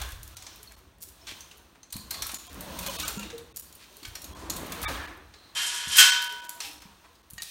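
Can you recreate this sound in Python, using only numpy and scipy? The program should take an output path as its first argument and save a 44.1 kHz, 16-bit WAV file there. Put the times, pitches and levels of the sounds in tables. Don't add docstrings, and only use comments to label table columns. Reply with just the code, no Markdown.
import sys
import numpy as np
from scipy import signal
from scipy.fft import rfft, irfft, dct
from scipy.io import wavfile

SR = 44100
rng = np.random.default_rng(int(sys.argv[2]) if len(sys.argv) > 2 else 0)


def natural_amplitude(level_db):
    exponent = np.asarray(level_db, float) / 20
    return 10 ** exponent


def inscribe(sig):
    pcm = np.round(np.clip(np.atleast_2d(sig).T, -1, 1) * 32767)
    wavfile.write(sys.argv[1], SR, pcm.astype(np.int16))


N = 330750

# (time [s], force [dB], rise [s per 20 dB], fall [s per 20 dB])
STROKES = [
    (5.55, -35, 0.0011, 0.2574),
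    (5.62, -40, 0.043, 0.6155),
    (5.944, -34, 0.15, 0.0651),
    (5.957, -19.5, 0.014, 0.0154),
    (5.984, -12, 0.01, 0.0155),
    (6.0, -40, .011, 0.17),
]


def in_time(rows):
    s, *columns = np.transpose(rows)
    return [np.interp(np.arange(N) / SR, s, c) for c in columns]


def at_hz(points, hz):
    table_hz, values = np.transpose(points)
    return np.interp(np.log(hz + 1), np.log(table_hz), values)


def rms_one(x):
    return x / np.sqrt(np.mean(x ** 2) + 1e-20)


def band_pass(x, order, edges_hz):
    return signal.sosfilt(signal.butter(order, edges_hz, "band", fs=SR, output="sos"), x)


def band_noise(low_hz, high_hz):
    return rms_one(band_pass(rng.standard_normal(N), 2, [low_hz, high_hz]))


def colour(x, spectrum):
    hz = np.fft.rfftfreq(len(x), 1 / SR)
    low, high = spectrum[0][0], spectrum[-1][0]
    skirts = 1 / (1 + (low / (hz + 1)) ** 8 + (hz / high) ** 8)
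    return rms_one(irfft(rfft(x) * natural_amplitude(at_hz(spectrum, hz)) * skirts, len(x)))


def grains(per_s, spread_db):
    sizes = natural_amplitude(spread_db * np.minimum(rng.exponential(1, N), 5)) * rng.choice([-1, 1], N)
    return rms_one(sizes * (rng.random(N) < per_s / SR))


def ring(drive, hz, t60):
    r, w = natural_amplitude(-60 / (max(t60, .003) * SR)), 2 * np.pi * hz / SR
    return signal.lfilter([0, np.sin(w)], [1, -2 * r * np.cos(w), r * r], drive + 1e-18)


def workshop_walls():
    # (frequency [Hz], t60 [s])
    walls_t60 = [(200, 0.61), (2000, 0.55), (6000, 0.55), (16000, 0.34)]
    t, out = np.arange(SR) / SR, 0
    for low in 125 * 2. ** np.arange(7):
        band = band_pass(rng.standard_normal(SR), 2, [low, 2 * low])
        out = out + band * natural_amplitude(-60 * t / at_hz(walls_t60, 1.2 * low))
    return out / np.sqrt(np.sum(out ** 2))


def chain_rustle():
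    # (time [s], level [dB])
    haul = [(0.0, -47), (0.2, -62.5), (0.56, -59), (0.978, -74), (1.38, -56.5), (1.64, -68), (1.92, -74),
            (2.14, -59), (2.6, -55.5), (3.016, -40), (3.43, -68), (4.054, -59), (4.48, -62), (4.93, -46),
            (5.2, -68.5), (6.55, -60), (7.338, -71.5), (7.5, -48.5)]
    # (frequency [Hz], level [dB per Hz])
    chain_colour = [(1470, -40), (2500, -3.5), (4080, -1.5), (4970, -7), (6350, -4.5), (7670, -13),
                    (8570, -5.5), (10400, -15.5), (15100, -8.5), (16100, 7.5), (16500, -48)]
    chain_db, = in_time(haul)
    tick = np.exp(-np.arange(400) / 60.) * rng.standard_normal(400)
    rattle = signal.fftconvolve(grains(per_s=70, spread_db=2.0), tick)[:N + 2]
    fine_ticks = rms_one(np.diff(rattle, 2))
    return natural_amplitude(chain_db + 4.0) * colour(0.35 * fine_ticks + rng.standard_normal(N), chain_colour)


def bursts():
    # (time [s], length [s], level [dB], lower edge [Hz])
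    jingle_runs = [(0.084, .04, -51, 6500), (0.558, 0.008, -49, 12000), (0.777, 0.018, -58, 10500),
                   (1.006, 0.06, -52, 5750), (1.07, 0.038, -49, 5100), (1.572, 0.011, -50, 9100),
                   (3.561, 0.043, -44, 5300), (4.5, .3, -53, 6500), (6.611, 0.15, -48.5, 6500),
                   (6.218, 0.036, -38.5, 7400), (6.322, 0.0096, -43, 8400)]
    # (time [s], level [dB])
    brush_runs = [(2.736, -54), (2.772, -50), (2.827, -45), (2.843, -46), (2.951, -47), (3.105, -44),
                  (3.126, -45), (3.218, -53), (4.078, -50), (4.586, -48), (4.628, -46), (4.663, -43),
                  (4.884, -42), (5.172, -55)]
    # (time [s], length [s], level [dB], centre [Hz])
    scuff_runs = [(0.71, 0.019, -55.5, 2000), (1.272, 0.058, -39, 2900), (1.75, 0.017, -55, 1300),
                  (2.332, 0.0093, -36.5, 300), (3.792, 0.072, -53.5, 3100), (4.36, .13, -54, 6000),
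                  (4.833, 0.09, -33, 1210), (5.967, 0.055, -18, 11500), (6.493, 0.003, -31, 11300),
                  (6.605, 0.084, -40.5, 3900), (7.039, 0.031, -55, 1170)]
    # (time [s], length [s], level [dB], centre [Hz])
    squeal_runs = [(0.369, 0.25, -59, 5400), (.37, 0.32, -66, 4060), (1.925, 0.13, -56, 4340),
                   (2.109, 0.27, -52.5, 1080), (2.11, 0.26, -52, 4220), (2.72, 0.085, -46, 271),
                   (3.065, 0.055, -43, 1350), (3.201, 0.074, -47, 2800), (4.351, 0.3, -48, 1017),
                   (4.972, 0.13, -45, 1740), (0.0, 0.065, -52, 1085), (0.0, 0.14, -52, 1630),
                   (0.0, .08, -54, 3500), (0.022, 0.089, -58, 2920), (1.931, 0.091, -55.5, 1016),
                   (2.124, .2, -52, 3550), (2.55, 0.42, -50.5, 187), (2.6, 0.36, -52, 582),
                   (2.62, 0.4, -50.5, 980), (3.167, .04, -48, 6900), (4.419, 0.094, -46.5, 325),
                   (4.58, 0.049, -45, 165.5), (4.898, .07, -43, 270), (5.56, .2, -57, 720),
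                   (6.606, .12, -49.5, 2600), (6.608, 0.087, -47, 3250), (6.601, 0.15, -53.5, 5400),
                   (6.85, 0.11, -59.5, 960), (7.033, 0.1, -61, 1017), (5.337, .2, -60, 4100),
                   (0.429, 0.094, -60, 1050), (0.472, 0.11, -61, 3100), (1.938, 0.13, -56.5, 4020),
                   (1.94, 0.13, -58, 4500), (2.109, 0.11, -52, 4520), (2.229, 0.096, -52.5, 1300),
                   (3.202, 0.13, -49.5, 329), (3.219, 0.092, -51, 3750), (3.655, .05, -63, 4600),
                   (4.51, 0.098, -51, 3750), (6.648, .2, -60, 300), (6.62, 0.17, -57.5, 803)]
    top_hz, brush_s, brush_above_hz = 15700, .009, 9500
    jingles_per_s, scuffs_per_s, squeals_per_s = 610, 3300, 1500
    scuff_width, squeal_width = 0.71, 0.055

    bright_runs = list(jingle_runs) + [(s, brush_s, db, brush_above_hz) for s, db in brush_runs]
    runs = [(s, length, db, (hz + top_hz) / 2, top_hz - hz, jingles_per_s)
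            for s, length, db, hz in bright_runs]
    runs += [(*row, scuff_width * row[3], scuffs_per_s) for row in scuff_runs]
    runs += [(*row, squeal_width * row[3], squeals_per_s) for row in squeal_runs]

    out, size = np.zeros(N), SR // 2
    for s, length, level_db, hz, width_hz, per_s in runs:
        stroke = np.sin(np.pi * np.minimum(np.arange(size) / SR / length, 1) ** 0.6) ** .5
        hits = natural_amplitude(2.1 * rng.standard_normal(size)) * (rng.random(size) < per_s / SR)
        contacts = rng.standard_normal(size) * (0.27 + hits * np.sqrt(SR / per_s))
        edges = np.clip([hz - width_hz / 2, hz + width_hz / 2], 50, .45 * SR)
        heard = band_pass(contacts * stroke, 1, edges)
        i = round(s * SR)
        out[i:i + size] += (natural_amplitude(level_db) * np.sqrt(SR / 4 / width_hz) * heard)[:N - i]
    return out


def snaps():
    # (time [s], peak [dB], centre [Hz])
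    snap_rows = [(0.091, -32, 10500), (0.1207, -27.5, 12400), (0.2318, -27, 9300), (0.278, -27.5, 9700),
                 (0.3688, -27, 6070), (0.631, -27.5, 10400), (0.722, -31, 8800), (0.9847, -45, 12100),
                 (1.0065, -41, 9900), (1.0188, -32, 11400), (1.024, -27, 12100), (1.03, -23.5, 11500),
                 (1.037, -25.5, 11800), (1.0888, -34, 10000), (1.407, -35, 7100), (1.8324, -43, 6100),
                 (1.925, -23, 10700), (1.9294, -25, 12300), (1.9666, -21, 10200), (2.1073, -26, 8300),
                 (2.1126, -17, 11700), (2.2235, -23, 7600), (2.2285, -26, 7500), (2.2697, -22, 11900),
                 (2.3432, -20, 7100), (2.469, -31, 9400), (2.5306, -29, 9900), (2.5449, -31, 11300),
                 (2.608, -26, 9800), (2.8713, -21, 8900), (2.876, -21, 7600), (2.9997, -18, 7860),
                 (3.0799, -20, 6800), (3.562, -20.5, 9800), (3.5703, -17, 10900), (3.5746, -25, 9600),
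                 (3.597, -22, 13300), (3.5993, -29, 11800), (3.7267, -31.5, 8100), (3.929, -40, 11300),
                 (3.969, -31, 12700), (4.499, -17, 7200), (4.5027, -13.5, 9800), (4.722, -24, 9100),
                 (4.8168, -23, 10100), (5.5527, -26, 7400), (6.2267, -18, 7000), (6.245, -20, 7800),
                 (6.3247, -27, 6220), (6.4434, -36, 7800), (6.451, -31, 9300), (6.4964, -24, 11600),
                 (6.503, -29, 7900), (6.552, -33, 11500), (6.6044, -21, 5120), (7.302, -35, 11100),
                 (7.308, -28, 12300), (7.335, -27.5, 11600), (7.4214, -16, 5740), (7.433, -21, 9000)]
    echo_ms, echo_db, tail_db, tail_t60_s = .8, -8, -15, 0.0059
    out, size = np.zeros(N), 1024
    t = np.arange(size) / SR
    for s, peak_db, hz in snap_rows:
        click = natural_amplitude(tail_db - 60 * t / tail_t60_s) * rng.standard_normal(size)
        click[0] += 1
        click[round(echo_ms * SR / 1000)] -= natural_amplitude(echo_db)
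        heard = band_pass(click, 2, [.58 * hz, min(1.7 * hz, .45 * SR)])
        i = round(s * SR) - 2
        out[i:i + size] += (natural_amplitude(peak_db + 1.0) * heard / np.abs(heard).max())[:N - i]
    return out


def knocks():
    # (time [s], peak [dB], frequency [Hz], t60 [s])
    knock_rows = [(0.373, -52, 6000, 0.1), (0.674, -43, 4310, 0.05), (1.32, -34.5, 300, 0.029),
                  (1.406, -44, 6280, 0.15), (1.831, -45, 6150, 0.087), (1.957, -29.5, 203, 0.049),
                  (2.344, -32, 6960, 0.066), (3.172, -30, 208, 0.098), (3.33, -39.5, 472, 0.24),
                  (4.027, -41, 300, 0.085), (4.049, -37, 3200, 0.076), (4.05, -37, 2860, 0.068),
                  (5.56, -47.5, 963, 2.3), (5.873, -31.5, 196, 0.038), (6.606, -51, 5254, 0.44),
                  (6.855, -41.5, 200, 0.051), (7.333, -42, 148.7, 0.053), (.466, -45, 3940, .1),
                  (1.215, -49, 5340, .1), (1.941, -34, 4220, 0.047), (2.008, -42, 7000, .03),
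                  (2.248, -41, 6200, .04), (3.231, -34, 2740, .06), (4.05, -42, 2240, 0.1),
                  (4.052, -47, 1518, 0.21), (7.38, -38, 1860, 0.12)]
    out, size = np.zeros(N), SR // 2
    for s, peak_db, hz, t60 in knock_rows:
        contact = 0.044 * rng.standard_normal(size) * natural_amplitude(-60 * np.arange(size) / SR / t60)
        contact[0] += 1
        i = round(s * SR)
        out[i:i + size] += (natural_amplitude(peak_db) * ring(contact, hz, 0.48 * t60))[:N - i]
    return out


def clinks():
    # (time [s], peak [dB], ring [Hz], sparkle [dB re peak])
    slack_links = [(0.229, -40, 9200, -2), (0.2743, -47, 5600, -9), (0.3681, -33, 6120, -13),
                   (1.0244, -37.5, 9050, -4), (1.405, -37, 5930, -12), (1.9026, -42, 6300, -15),
                   (1.9251, -27, 8740, -8), (2.3155, -31.5, 8800, -8), (2.3426, -28, 6800, -9.5),
                   (2.9986, -23, 3590, -16), (3.562, -42, 7400, 3), (3.5952, -45, 9400, 1),
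                   (3.7254, -48, 7100, -9), (3.7499, -47.5, 8700, 3), (3.9669, -48, 4260, 0),
                   (4.217, -37.5, 5500, -1), (4.241, -33.5, 6350, -6), (4.4997, -20, 6700, -15),
                   (4.563, -31, 8170, -2), (4.815, -38, 3240, 3), (6.497, -45, 3040, -6),
                   (7.151, -51, 5000, -12), (7.3018, -46.5, 9360, -0.5), (7.3363, -44.5, 9150, -8.5),
                   (7.4191, -25.5, 3910, -12)]
    taut_links = [(0.4212, -36.5, 6640, -10), (0.4648, -32, 6140, -27), (0.628, -44.5, 8870, -1),
                  (1.2684, -32.5, 3240, -25), (1.512, -38, 2900, -23), (1.83, -42, 6250, -26),
                  (1.964, -35.5, 8900, -4), (2.1075, -23.5, 4200, -5.5), (2.2205, -21, 5710, -8),
                  (2.265, -34, 9250, 3.5), (2.7876, -28, 3610, -2), (2.828, -31, 2560, -13),
                  (3.1926, -32, 2840, -11), (3.3787, -36.5, 3760, -7.5), (4.0292, -35, 4350, -13),
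                  (4.05, -31, 3270, -17), (4.152, -27, 5480, -12), (6.441, -40, 3130, -18),
                  (6.6027, -23, 6060, -19)]
    loaded_links = [(0.0144, -27, 3500, -7.5), (0.12, -38, 3570, -19), (2.1395, -30, 4440, -34.5),
                    (2.292, -29.5, 4070, -18), (2.6064, -37, 9380, 2), (2.862, -25.5, 3310, -6),
                    (3.078, -22, 7070, -5.5), (3.229, -32.5, 2560, -17), (3.3003, -33.5, 3790, -28),
                    (4.7195, -29, 3510, -4), (4.8273, -30, 3530, -1.5), (5.3373, -41.5, 3830, -28),
                    (6.818, -40, 5230, -9.5), (7.3796, -32, 6660, -16)]
    # (frequency [Hz], level [dB per Hz])
    crack_colour = [(880, -6), (1500, -15), (2320, -5), (4280, 4.5), (4930, -0.5), (6460, 2.5), (10000, -5),
                    (13000, -81), (22000, -120)]
    kinds = [(slack_links, -25.5), (taut_links, -16.5), (loaded_links, -11.5)]
    contacts = [(*row, thud_db) for rows, thud_db in kinds for row in rows]

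    out, size = np.zeros(N), SR // 4
    t = np.arange(size) / SR
    rise = np.minimum(t / 0.00263, 1)
    snap = rise * (natural_amplitude(-60 * t / 0.037) + 0.13 * natural_amplitude(-60 * t / 0.2))
    thud_fall = rise * natural_amplitude(-60 * t / 0.108)
    mode_fall = rise * natural_amplitude(-9.5 - 60 * t / 0.041)
    bright = colour(rng.standard_normal(N), crack_colour)
    sparkle, dull = band_noise(8300, 15700), band_noise(680, 3800)
    for s, peak_db, hz, sparkle_db, thud_db in contacts:
        i = round(s * SR)
        n = min(size, N - i)
        crack = (0.39 * bright[i:i + n] + natural_amplitude(sparkle_db - 1.0) * sparkle[i:i + n]) * snap[:n]
        thud = natural_amplitude(thud_db) * dull[i:i + n] * thud_fall[:n]
        modes = mode_fall * sum(np.sin(2 * np.pi * ratio * hz * t) for ratio in (.97, 1, 1.035))
        out[i:i + n] += natural_amplitude(peak_db + 1.5) * (crack + thud + modes[:n])
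    return out


def shell(drive):
    # (frequency [Hz], level [dB per Hz])
    shell_colour = [(180, -50), (300, -38.5), (978, -12.5), (1390, -10), (1460, -2), (2100, -8),
                    (3190, 0.5), (4370, -6), (8220, -10), (13800, -26.5), (16000, -25.5)]
    # (frequency [Hz], t60 [s])
    shell_decay = [(300, 0.39), (1500, 0.72), (4000, 0.66), (9000, 0.4), (16000, 0.3)]
    spacing_hz, blur = 45.4, 1.0
    out, start = np.zeros(N), round((STROKES[0][0] - .1) * SR)
    size = N - start
    lines = rng.standard_normal(size) * (rng.random(size) < 1 / (spacing_hz * size / SR * 2))
    steady = rms_one(dct(lines)) + blur * rng.standard_normal(size)
    modes = colour(steady, shell_colour)
    edges = 250 * 2 ** np.arange(0, 6.2, .5)
    for k, (low, high) in enumerate(zip(edges, edges[1:])):
        r = natural_amplitude(-120 / (at_hz(shell_decay, np.sqrt(low * high)) * SR))
        put_in = band_pass(drive[start:] + 1e-18, 2, [low, high]) ** 2 * SR / 2 / (high - low)
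        height = np.sqrt(signal.lfilter([1 - r], [1, -r], put_in))
        out[start:] += (-1) ** k * height * band_pass(modes, 2, [low, high])
    return out


def casing():
    # (time [s], force [dB])
    link_taps = [
        (5.6157, -32.5),
        (5.6611, -31),
        (5.7394, -33.5),
        (5.8771, -34.5),
        (5.916, -30.5),
    ]
    rim_hz = [963, 1497, 1836, 3133, 3230, 5443, 7973, 11280, 13370]
    # (level [dB], t60 [s])
    rim_modes = [(-17.5, .45), (-20, .7), (-23.5, 0.41), (-2, 0.66), (-10, 0.33), (-26, .3), (-19, 0.3),
                 (-17, 0.25), (-22, .25)]
    clear_hz = [963, 1497, 1630, 2212, 2612, 2981, 3116, 3244, 4047, 4607, 6155, 6445, 6568, 7966, 8150,
                13374, 13416, 2721, 7424, 9200, 11250]
    # (level [dB], t60 [s])
    clear_modes = [(-24, 2), (-10.5, 0.99), (-28.5, 1.1), (-24, 0.6), (-7.5, 0.21), (-27, 0.51),
                   (-6.5, 0.78), (-4.5, 0.23), (-15, 0.29), (-23.5, 0.11), (-22.5, 0.67), (-11.5, 0.27),
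                   (-17, 0.27), (-13, 0.45), (-17, 0.3), (-18.5, 0.4), (-18.5, 0.4), (-17.5, .5),
                   (-15.5, .2), (-18.5, .25), (-23, .3)]
    blow_s, blow_db, contact_s, low_bloom_s = 5.98, -7, .007, .08
    gripped_s, grip_db, grip_above_hz = 6.37, -4, 2500
    damped_s, damped_t60_s = 6.55, 1.6
    tap_fall_s, tap_bright_db = .015, 4.0

    t = np.arange(N) / SR
    force_db = np.max([top_db - 20 * np.maximum((s - t) / rise, (t - s) / fall)
                       for s, top_db, rise, fall in STROKES], axis=0)
    drive = natural_amplitude(force_db) * (force_db > -85) * grains(per_s=2000, spread_db=3.5)
    edge = signal.sosfilt(signal.butter(1, 5000, "high", fs=SR, output="sos"), drive)
    drive = drive + natural_amplitude(1.3 * (force_db + 9.0)) * edge
    tap = sum(natural_amplitude(level_db - 20 * np.maximum(t - s, 0) / tap_fall_s) * (t >= s)
              for s, level_db in link_taps)
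    drive = drive + natural_amplitude(tap_bright_db) * tap * band_noise(6500, 16000)

    before_blow = drive * (t < blow_s - .03)
    rim = sum(natural_amplitude(level_db - 25.5) * ring(before_blow, hz, t60)
              for hz, (level_db, t60) in zip(rim_hz, rim_modes))

    since = np.maximum(t - blow_s, 0)
    quick, slow = 1 - np.exp(-since / contact_s), 1 - np.exp(-since / low_bloom_s)
    gripped_db = grip_db * np.clip((t - gripped_s) / 0.018, 0, 1)
    resting = np.maximum(t - damped_s, 0)
    clear = np.zeros(N)
    for k, (hz, (level_db, t60)) in enumerate(zip(clear_hz, clear_modes)):
        onset = slow if k == 0 else quick
        mode_db = blow_db + level_db - 60 * since / t60 + gripped_db * (hz > grip_above_hz)
        mode_db = mode_db - 60 * resting * (hz / 1000) ** 2 / damped_t60_s
        clear += onset * natural_amplitude(mode_db) * np.sin(2 * np.pi * (hz * since + rng.random()))
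    return rim + clear + natural_amplitude(5.5) * shell(drive)


def grit(low_hz, high_hz, per_s, cycles):
    slips, dealt = grains(per_s, spread_db=4.0), rng.integers(0, 24, N)
    pitches = np.geomspace(low_hz, high_hz, 24)
    return rms_one(sum(ring(slips * (dealt == k), hz, cycles / hz) for k, hz in enumerate(pitches)))


def rotor():
    # (time [s], drag [dB], grit [dB re drag])
    slide = [(0.0, -57, 14.5), (0.2, -63.5, 6), (0.6, -61.5, 3), (0.98, -63, -3.5), (1.38, -61.5, 4),
             (1.9, -64.5, -3), (2.2, -52, 1), (2.46, -64, 3.5), (2.55, -46.5, -3.5), (3.02, -47.5, 4.5),
             (3.55, -60.5, -2), (4.0, -64.5, 4.5), (4.3, -51.5, -3), (4.6, -41.5, -3), (5.02, -48.5, 9),
             (5.3, -62.5, 3), (6.5, -64, 9), (7.25, -68, 3)]
    # (time [s], rumble [dB], t60 [s])
    jolt_rows = [(0.0, -37, 0.49), (0.14, -37.5, 0.44), (.3, -56, 5), (1.27, -62, 0.49), (1.95, -52, .7),
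                 (2.2, -46, 0.57), (2.52, -54, 2.3), (3.0, -46.5, 1.4), (4.08, -44.5, 0.31),
                 (4.3, -48, 1.5), (4.85, -37, 0.74), (5.25, -57, 1.1), (5.9, -52.5, 0.19),
                 (6.65, -61.5, 2.2), (7.32, -52.5, 0.59)]
    # (frequency [Hz], level [dB per Hz])
    rumble_colour = [(15, -14.5), (27, -15.5), (47, 3), (59, 7.5), (75, 6.5), (124, -7), (160, -21.5),
                     (210, -41.5), (350, -120)]
    grind_colour = [(71, -18.5), (120, 0.5), (161, 7), (226, 4), (270, 6), (421, -0.5), (561, -1),
                    (900, -5.5), (1170, -14.5), (1980, -120)]
    scrape_colour = [(350, -12), (600, -1.5), (704, -0.5), (804, -3.5), (995, 4.5), (1590, 1), (3380, -8),
                     (5000, -17), (6500, -31.5), (11000, -120)]
    jolt_rise_s, rumble_re_drag_db = 0.024, -6.5

    drag_db, grit_db = in_time(slide)
    t = np.arange(N) / SR
    jolts = sum(natural_amplitude(level_db - 60 * np.maximum(t - s, 0) / t60) * np.clip(1 + (t - s) / jolt_rise_s, 0, 1)
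                for s, level_db, t60 in jolt_rows)
    rumble = (jolts + natural_amplitude(drag_db + rumble_re_drag_db)) * colour(rng.standard_normal(N), rumble_colour)
    rubbing = grains(per_s=490, spread_db=3.0) + 1.1 * rng.standard_normal(N)
    grind = natural_amplitude(drag_db - 2.0) * colour(rubbing, grind_colour)
    friction = colour(rng.standard_normal(N), scrape_colour)
    scrape = 0.81 * friction + 0.51 * grit(300, 4185, per_s=600, cycles=100.0)
    return rumble + grind + natural_amplitude(drag_db + grit_db) * scrape


def scene():
    steady = chain_rustle() + casing() + rotor()
    sharp = bursts() + snaps() + knocks() + clinks()
    echoes = signal.fftconvolve(sharp, workshop_walls())[:N]
    return (steady + sharp + natural_amplitude(-6.0) * echoes)[None]


def thin_out(x, count=24):
    # (time [s], depth [dB])
    thinned = [(.355, -17), (.76, -14), (2.38, -14), (2.488, -16), (2.892, -12), (2.978, -28), (3.043, -16),
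               (3.188, -12), (3.535, -28), (3.617, -12), (4.343, -18), (4.866, -60), (5.07, -12),
               (6.114, -16), (6.288, -12), (6.413, -14), (6.479, -14), (6.798, -10), (7.225, -12),
               (7.394, -16)]
    # (time [s], [(frequency [Hz], level [dB])])
    survivors = [(.355, [(1373, -66)]), (2.488, [(716, -60), (1039, -58), (3246, -64), (7321, -67)]),
                 (2.978, [(668, -55), (1147, -55), (2589, -55), (3714, -64), (11120, -63)]),
                 (4.343, [(291, -60), (1034, -58), (3321, -61)]), (6.113, [(4420, -38), (6164, -38),
                 (8516, -40.5)]), (2.892, [(554.5, -43), (1028, -45), (2471, -52), (2993, -47), (6400, -55),
                 (12600, -55)]), (3.043, [(1254, -44), (1507, -45.5), (2288, -47), (2869, -48), (5900, -50),
                 (7000, -50), (8350, -51)]), (3.191, [(947.5, -54), (1378, -51), (2772, -57)]),
                 (4.867, [(1244, -37.5), (1491, -57), (1771, -46), (2293, -38), (3526, -45), (3693, -45)]),
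                 (7.395, [(1846, -53.5), (2875, -55), (3854, -56), (6697, -61)])]
    out, size = x.copy(), 2048
    k = np.arange(size // 2 + 1)
    for s, depth_db in thinned:
        half_ms = 2.0 - .3 * depth_db
        i = round(s * SR) - size // 2
        lines = rfft(x[i:i + size] * np.hanning(size))
        tilt = np.abs(lines) * (k + 20.) ** 0.25
        kept = (tilt > np.sort(tilt)[-count]) | (k < 8)
        tones = irfft(lines * kept, size) * 0.91
        fade = np.clip(2 - 2 * np.abs(np.arange(size) - size / 2) / (half_ms * SR / 1000), 0, 1)
        out[i:i + size] += np.sin(np.pi / 2 * fade) ** 2 * (1 - natural_amplitude(depth_db)) * (tones - x[i:i + size])
    for s, tones in survivors:
        i = round(s * SR) - size // 2
        for hz, level_db in tones:
            tone = np.sin(2 * np.pi * (hz * np.arange(size) / SR + rng.random()))
            out[i:i + size] += natural_amplitude(level_db + 7.0) * np.hanning(size) * tone
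    return out


def roll_off(x):
    return signal.sosfilt(signal.butter(12, 16980, fs=SR, output="sos"), x)


def record(dry):
    cut = signal.sosfilt(signal.cheby2(10, 50, 16600, fs=SR, output="sos"), dry[0])
    rounded = np.tanh(cut / 1.3) * 1.3
    return roll_off(thin_out(rounded)[None])


dry = scene()
out = record(dry)
inscribe(out)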